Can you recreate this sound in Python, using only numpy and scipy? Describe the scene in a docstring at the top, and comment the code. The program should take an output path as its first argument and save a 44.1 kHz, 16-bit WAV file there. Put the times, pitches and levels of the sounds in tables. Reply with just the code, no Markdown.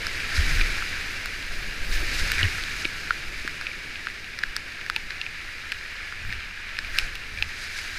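"""A rapid roars around a kayak, heard from a camera in a waterproof case on the paddler.
The roar is filtered noise with ringing bubbles, the spray a fizz of tiny grains and the churn a low gurgle,
and the resonances of the case colour roar and spray. Sheets of water splash over the bow, and flying drops
tick on the shell as short rings and cracks. Waves thump the hull as damped low swings,
and slow and quick low noise buffets the case as the boat plunges."""
import sys
import numpy as np
from scipy import signal
from scipy.fft import rfft, irfft, next_fast_len
from scipy.io import wavfile
from scipy.ndimage import uniform_filter1d

SR = 44100
rng = np.random.default_rng(int(sys.argv[2]) if len(sys.argv) > 2 else 0)


def wav_record(signal):
    """Record a signal, one row per channel, as 16-bit PCM in the file named by sys.argv[1]."""
    frames = np.transpose(np.atleast_2d(signal))
    bounded = np.clip(frames, -1, 1)
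    # unit amplitude maps onto the largest positive 16-bit level
    quanta = np.round(bounded * 32767).astype(np.int16)
    wavfile.write(sys.argv[1], SR, quanta)


N = 351918

# Colour of flying water before the case acts on it. Each row: frequency in Hz, relative level in dB per Hz.
SPRAY_COLOUR = [(800, -10.5), (1600, -3), (3200, -4), (5000, -3), (7300, -3.5), (10500, -5), (13000, -13),
                (15500, -23)]
# Colour of water churned and pushed aside. Each row: frequency in Hz, relative level in dB per Hz.
CHURN_COLOUR = [(60, -11), (130, 5), (220, -0.5), (370, 0), (600, -6.5), (900, -18), (1500, -10.5),
                (4000, -55)]


def from_db(db):
    """Decibels to gain."""
    return 10 ** (np.asarray(db) / 20)


def rms_one(x):
    """Scale to unit power."""
    return x / np.sqrt(np.mean(x ** 2) + 1e-20)


def in_time(rows):
    """Each column of a curve, at every sample."""
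    s, *columns = np.transpose(rows)
    return [np.interp(np.arange(N) / SR, s, column) for column in columns]


def swell(s, half_s):
    """A smooth rise and fall around a moment: 1 at the top, 0.38 at half_s to either side."""
    return (1 + ((np.arange(N) / SR - s) / half_s) ** 2) ** -1.4


def drift(corner_hz):
    """Slow random wandering with spread 1: noise through two equal low-pass poles."""
    step = 40  # samples between the points of the slow noise
    warm_up = 2000
    r = np.exp(-2 * np.pi * corner_hz * step / SR)
    white = rng.standard_normal(N // step + 2 + warm_up)
    slow = signal.lfilter([1], [1, -2 * r, r * r], white)[warm_up:]
    return np.interp(np.arange(N) / step, np.arange(len(slow)), rms_one(slow))


def coloured(x, spectrum):
    """Give a steady sound a smooth spectrum."""
    hz, db = np.transpose(spectrum)
    size = next_fast_len(N)
    grid = np.maximum(np.fft.rfftfreq(size, 1 / SR), 1)
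    gain = from_db(np.interp(np.log(grid), np.log(hz), db))
    return irfft(rfft(x, size) * gain, size)[:N]


def noise(spectrum):
    """Turbulent noise of a given colour, unit power."""
    return rms_one(coloured(rng.standard_normal(N), spectrum))


def resonate(x, hz, width_hz):
    """One resonance with gain 1 on top."""
    r = np.exp(-np.pi * width_hz / SR)
    numerator = np.array([1, 0, -1]) * (1 - r * r) / 2
    denominator = [1, -2 * r * np.cos(2 * np.pi * hz / SR), r * r]
    return signal.lfilter(numerator, denominator, x + 1e-18)


def case(x):
    """The shell and its trapped air boost or cut one band after another."""
    # Resonances of the case. Each row: frequency in Hz,
    # width in Hz before it narrows with a boost or widens with a cut, boost in dB.
    resonances = [(1346, 97, 3), (1653, 576, 9.5), (2370, 480, 4), (2796, 150, 3), (3910, 980, 5.5),
                  (4904, 1100, 6.5), (6470, 680, 2.5), (7700, 3400, -2), (9860, 6500, -5.5)]
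    for hz, width_hz, boost_db in resonances:
        band = resonate(x, hz, width_hz / from_db(boost_db / 2))
        x = x + (from_db(boost_db) - 1) * band
    return x


def grains(per_s, spread_db, low_hz, high_hz, q, count=20):
    """Bubbles and droplets of random size and pitch, each a short ring set by q; unit power."""
    at = np.flatnonzero(rng.random(N) < per_s / SR)
    size_db = spread_db * np.minimum(rng.exponential(1, len(at)), 4.5)
    sizes = from_db(size_db) * rng.choice([-1, 1], len(at))
    pitch = rng.integers(0, count, len(at))
    out = np.zeros(N)
    for k, hz in enumerate(np.geomspace(low_hz, min(high_hz, SR / 2), count)):
        clicks = np.zeros(N)
        clicks[at] = sizes * (pitch == k)
        out += resonate(clicks, hz, hz / q)
    return rms_one(out)


def add(out, s, sound):
    """Mix a short sound in at a time."""
    start = max(round(s * SR), 0)
    out[start:start + len(sound)] += sound[:N - start]


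def buffeting(flow_db):
    """Eddies press on the case, in slow heaves and quicker flutter: more in fast water, most in a plunge."""
    # Colours of the eddies. Each row: frequency in Hz, relative level in dB per Hz.
    heave_colour = [(8, 4), (16, 9), (28, 1.5), (48, -4), (62, -18.5), (120, -49)]
    flutter_colour = [(35, -21), (55, -6.5), (78, 1.5), (100, -7.5), (130, -25.5), (260, -26.5), (600, -55)]
    # The boat plunges over a wave. Each row: middle in seconds, slow heave in dB, quick flutter in dB,
    # half length in seconds.
    plunges = [(0.408, -21, -34, .035), (0.566, -22, -35, 0.11), (1.57, -29.5, -52, 0.15),
               (1.948, -21.5, -40, 0.14), (2.228, -30, -37, 0.053), (2.45, -33, -29, .06),
               (3.33, -36, -62, 0.18), (4.5, -34.5, -59, 0.041), (5.033, -38, -55, 0.074),
               (5.48, -43, -63, .05), (6.298, -33, -35.5, 0.076), (7.002, -31, -48.5, 0.17),
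               (7.407, -35.5, -39.5, 0.088)]
    # level in dB at calm flow, and the dB gained for every dB that the flow rises above calm
    heave = from_db(-43 + 1.66 * flow_db)
    flutter = from_db(-51.5 + 1.54 * flow_db)
    for s, heave_db, flutter_db, half_s in plunges:
        plunge = swell(s, half_s)
        heave = np.hypot(heave, from_db(heave_db) * plunge)
        flutter = np.hypot(flutter, from_db(flutter_db) * plunge)
    out = np.zeros(N)
    for spectrum, gain in ((heave_colour, heave), (flutter_colour, flutter)):
        eddies = noise(spectrum)
        # eddies that follow each other are of much the same strength
        strength = np.sqrt(uniform_filter1d(eddies ** 2, size=SR // 7) + 0.034)
        out += gain * eddies / strength
    return out


def thumps(size=16000):
    """Hull and mount give under a blow and swing, damped by the water, which answers with a dull thud."""
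    # Waves and knocks on the boat. Each row: start in seconds, envelope peak in dB before the mix,
    # swing in Hz, time to the peak in seconds.
    blows = [(0.376, -13, 73.3, 0.017), (0.416, -14.5, 29.8, 0.014), (0.509, -26, 148, 0.0094),
             (0.524, -12, 25.8, 0.045), (0.607, -34, 330, 0.0055), (.645, -31, 28.2, 0.016),
             (2.026, -27.5, 340, 0.0036), (2.215, -17, 24, 0.013), (2.429, -17.5, 250, 0.0014),
             (2.432, -15, 91.5, 0.012), (2.851, -21.5, 335, 0.002), (3.448, -28.5, 350, 0.0016),
             (4.963, -31, 887, 0.0029), (6.29, -30, 94.5, 0.02), (7.424, -30, 870, 0.0016)]
    thud_db = -10.5  # rush of water pushed aside, relative to the swing of the quickest blows
    swings, push, t = np.zeros(N), np.zeros(N), np.arange(size) / SR
    for s, peak_db, hz, swell_s in blows:
        envelope = from_db(peak_db) * t / swell_s * np.exp(1 - t / swell_s)
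        add(swings, s, envelope * np.sin(2 * np.pi * hz * t))
        # the quicker the blow, the more thud
        add(push, s, envelope * min(1, 0.0024 / swell_s) ** 1.2)
    return swings + from_db(thud_db) * push * noise(CHURN_COLOUR)


def droplets(count=40):
    """Faint, soft drops at random moments, as rows like those of the larger drops."""
    per_s, mean_hz, spread_octaves = 2.5, 2380, 0.1
    ring_db, spread_db, crack_db = -36, 2, -44  # before the gains of the drops
    times = np.cumsum(rng.exponential(1 / per_s, count))
    rows = []
    for s, (weight, place) in zip(times, rng.standard_normal((count, 2))):
        hz = mean_hz * 2 ** (spread_octaves * place)
        rows.append((s, ring_db + spread_db * weight, hz, crack_db, 0))
    return rows


def drops(rows, ring_width_hz, body_db, mode_scatter_db, splat_db, splat_s,
          ring_gain_db, crack_gain_db, size=1500):
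    """A drop slaps the shell and spreads: a ring in the case, and a crack of stiff modes that varies by spot."""
    # Stiff modes of the shell that a sharp slap wakes. Each row: frequency in Hz, width in Hz,
    # level in dB before scatter and tilt.
    shell_modes = [(3240, 240, -3), (4320, 960, 3.5), (5340, 680, 7.5), (6000, 760, -4), (7900, 980, -5),
                   (10500, 870, -9), (13400, 1500, -13)]
    out, t = np.zeros(N), np.arange(size) / SR
    three_ms = np.sqrt(0.003 * SR / size)  # turns power over the whole tick into power over 3 ms
    scatters = rng.standard_normal((len(rows), size))
    spots = rng.standard_normal((len(rows), len(shell_modes)))
    lags = (rng.uniform(0.0005, 0.0012, len(rows)) * SR).astype(int)
    for (s, ring_db, hz, crack_db, tilt_db), scatter, spot, lag in zip(rows, scatters, spots, lags):
        if s * SR >= N - 1:
            continue
        slap = (t == 0) + from_db(splat_db) * scatter * np.exp(-t / splat_s)
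        # the shock returns from the far side of the shell and cuts notches
        shock = slap - 0.36 * np.roll(slap, lag)
        # soft drops give a pure, longer blip; hard ones shake the whole case
        hardness = from_db(0.42 * np.clip(crack_db - ring_db + 9.5, -16, 8))
        blip = resonate(resonate(slap, hz, ring_width_hz * hardness), hz, 1800)
        body = resonate(resonate(slap, 1860, 1500), 1760, 1800)
        ring = case(blip + from_db(body_db) * hardness * body)
        crack = np.zeros(size)
        for k, (mode_hz, mode_width_hz, mode_db) in enumerate(shell_modes):
            tilt = tilt_db * np.log2(mode_hz / 5000)
            gain = from_db(mode_db + mode_scatter_db * spot[k] + tilt)
            crack += (-1) ** k * gain * resonate(shock, mode_hz, mode_width_hz)
        tick = from_db(ring_db + ring_gain_db) * rms_one(ring)
        tick = tick + from_db(crack_db + crack_gain_db) * rms_one(crack)
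        add(out, s, three_ms * tick)
    return out


def splashes():
    """A sheet of water folds air into a lumpy cloud of bubbles and tears into hissing mist."""
    # Sheets breaking over the bow. Each row: middle in seconds, bubble level in dB, mist level in dB
    # (both before the lumps), half length in seconds.
    sheets = [(0.367, -28.5, -32, 0.027), (0.502, -31, -36.5, 0.036), (0.612, -27.5, -40, .02),
              (1.94, -35, -35.5, 0.034), (2.196, -32, -33, 0.018), (2.399, -24, -35, 0.02),
              (2.444, -25.5, -41, 0.02), (2.80, -41, -39, 0.06), (6.96, -36.5, -46, 0.023),
              (7.017, -35, -42.5, 0.064), (7.625, -41, -41, 0.05), (7.793, -40.5, -41, 0.08)]
    cloud = rms_one(case(grains(1500, spread_db=0.5, low_hz=1400, high_hz=2460, q=11)))
    hiss = grains(7000, spread_db=3.0, low_hz=2560, high_hz=11900, q=6.5)
    mist = rms_one(case(coloured(hiss, SPRAY_COLOUR)))
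    # a sheet of water tears unevenly
    lumps = rms_one(from_db(1.4 * drift(31)))
    out = np.zeros(N)
    for s, bubble_db, mist_db, half_s in sheets:
        out += (from_db(bubble_db) * cloud + from_db(mist_db) * mist) * swell(s, half_s)
    return lumps * out


def churn(level_db):
    """Big pockets of air gurgle under the boat."""
    gurgle = grains(260, spread_db=4.0, low_hz=178.7, high_hz=819, q=26)
    return from_db(level_db) * rms_one(noise(CHURN_COLOUR) + from_db(-10) * gurgle)


def spray(level_db):
    """Foam fizzes around the bow; the harder it breaks, the more droplets there are."""
    per_s = 9000 * from_db(level_db - np.max(level_db) + 6.5 + 2 * drift(20))
    fizz = grains(per_s, spread_db=3.0, low_hz=1950, high_hz=15300, q=2.4)
    fizz = fizz + 1.04 * rng.standard_normal(N)
    return from_db(level_db) * rms_one(case(coloured(fizz, SPRAY_COLOUR)))


def roar(level_db):
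    """Countless far bubbles merge into a rush; nearer ones pop out of it in clumps."""
    # Colour of the rush before the case acts on it. Each row: frequency in Hz, relative level in dB per Hz.
    rush_colour = [(300, -16.5), (800, -8), (1100, -6), (1400, -3), (2300, 5), (3200, -5), (5000, -12),
                   (7000, -15.5), (10000, -18.5), (15000, -37)]
    near = grains(700 * from_db(3 * drift(7)), spread_db=3.5, low_hz=1254, high_hz=3040, q=8.5)
    far = rms_one(case(noise(rush_colour)))
    rush = far + from_db(-7.0) * rms_one(case(near))
    return from_db(level_db + 0.58 * drift(14.3)) * rms_one(rush)


def scene():
    """Water all around, drops on the case, blows and buffeting from below."""
    # The rapid around the boat. Each row: time in seconds, force of the flow as the level of its roar in dB,
    # level of the spray in dB, level of the churning in dB (all three before their trims).
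    rapid = [(0.0, -33, -42, -46), (0.29, -32.5, -40, -47.5), (0.49, -29.5, -37, -42.5),
             (0.75, -31, -40, -47), (1.4, -35.5, -43, -50), (1.89, -35.5, -43, -46.5),
             (2.13, -31, -37, -43.5), (2.36, -30, -38, -45), (2.62, -33, -40, -49), (2.96, -35, -43, -50),
             (4.33, -38.5, -48, -53), (4.76, -38, -48, -53), (5.98, -37.5, -47, -56),
             (6.29, -37.5, -49, -54.5), (6.6, -37.5, -50, -58), (6.98, -36, -47, -52),
             (7.22, -38, -48, -53.5), (7.98, -36, -42, -54.5)]
    # The larger drops on the case. Each row: start in seconds, ring in dB over 3 ms, ring in Hz,
    # crack in dB over 3 ms, crack tilt in dB per octave (ring and crack before their gains).
    large_drops = [(0.0681, -26.5, 1400, -22.5, 0), (0.2032, -29, 2330, -39, -2),
                   (0.6123, -18.5, 2330, -34, -3), (0.8236, -26, 1340, -39, -2),
                   (1.2586, -28, 1400, -29, 4), (2.3182, -21, 1710, -23, 7), (2.3827, -26, 2250, -37, -2),
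                   (2.4304, -17, 2930, -44, -2), (2.6373, -32, 3300, -32, -2), (2.8485, -27, 2820, -43, -2),
                   (2.8529, -20.5, 2340, -31.5, -4), (3.1072, -14.5, 1390, -38, 0),
                   (3.4771, -23.5, 1510, -34, -2), (3.6121, -29.5, 1400, -35, -1),
                   (3.6685, -24, 2520, -53, -2), (3.7153, -29.5, 2300, -55, -2),
                   (3.957, -30, 2520, -47, -2), (4.0704, -23.5, 1400, -38, -5),
                   (4.3891, -29, 1820, -28.5, -5), (4.4359, -17, 1750, -30.5, -1),
                   (4.5651, -26, 1350, -19.5, -1.5), (4.8637, -30.5, 1820, -38, -2),
                   (4.8992, -19.5, 1400, -25.5, -2), (4.9627, -19.5, 2590, -28, 1),
                   (5.106, -29.5, 1810, -31, -12), (5.2145, -24, 2650, -32, -7),
                   (5.2645, -27, 2460, -57, -2), (5.7198, -23.5, 2540, -32, 4),
                   (5.7238, -27.5, 1810, -34, -1), (6.1245, -30.5, 1400, -43, -2),
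                   (6.3048, -31.5, 2280, -50, -2), (6.326, -26.5, 1800, -35, -4),
                   (6.7886, -23, 1760, -25, -6), (6.8478, -30.5, 2320, -45, 3),
                   (6.9864, -14, 2600, -15.5, 0), (6.9964, -28, 2230, -34, -1),
                   (7.1542, -31.5, 2770, -37, 7), (7.3747, -32, 2390, -52, -2), (7.387, -30, 2370, -53, -2),
                   (7.4246, -16.5, 2580, -31, 4), (7.789, -29, 2140, -39, -2)]
    flow_db, spray_db, churn_db = in_time(rapid)
    calm_db = -37
    water = roar(flow_db + 0.15) + spray(spray_db + 0.4) + churn(churn_db + 1.7) + splashes()
    ticks = drops(large_drops + droplets(), ring_width_hz=370, body_db=-15.5, mode_scatter_db=1.2,
                  splat_db=-26.5, splat_s=0.0025, ring_gain_db=2.0, crack_gain_db=-3.0)
    blows = from_db(-3.5) * thumps()
    return (water + ticks + blows + buffeting(flow_db - calm_db))[None]


def record(dry):
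    """The recorder rounds the highest peaks and cuts the top steeply."""
    ceiling, cutoff_hz = 0.85, 15400
    rounded = dry / (1 + (dry / ceiling) ** 4) ** (1 / 4)
    steep_cut = signal.ellip(10, 0.1, 80, cutoff_hz, fs=SR, output="sos")
    return signal.sosfilt(steep_cut, rounded)


dry = scene()
out = record(dry)
wav_record(out)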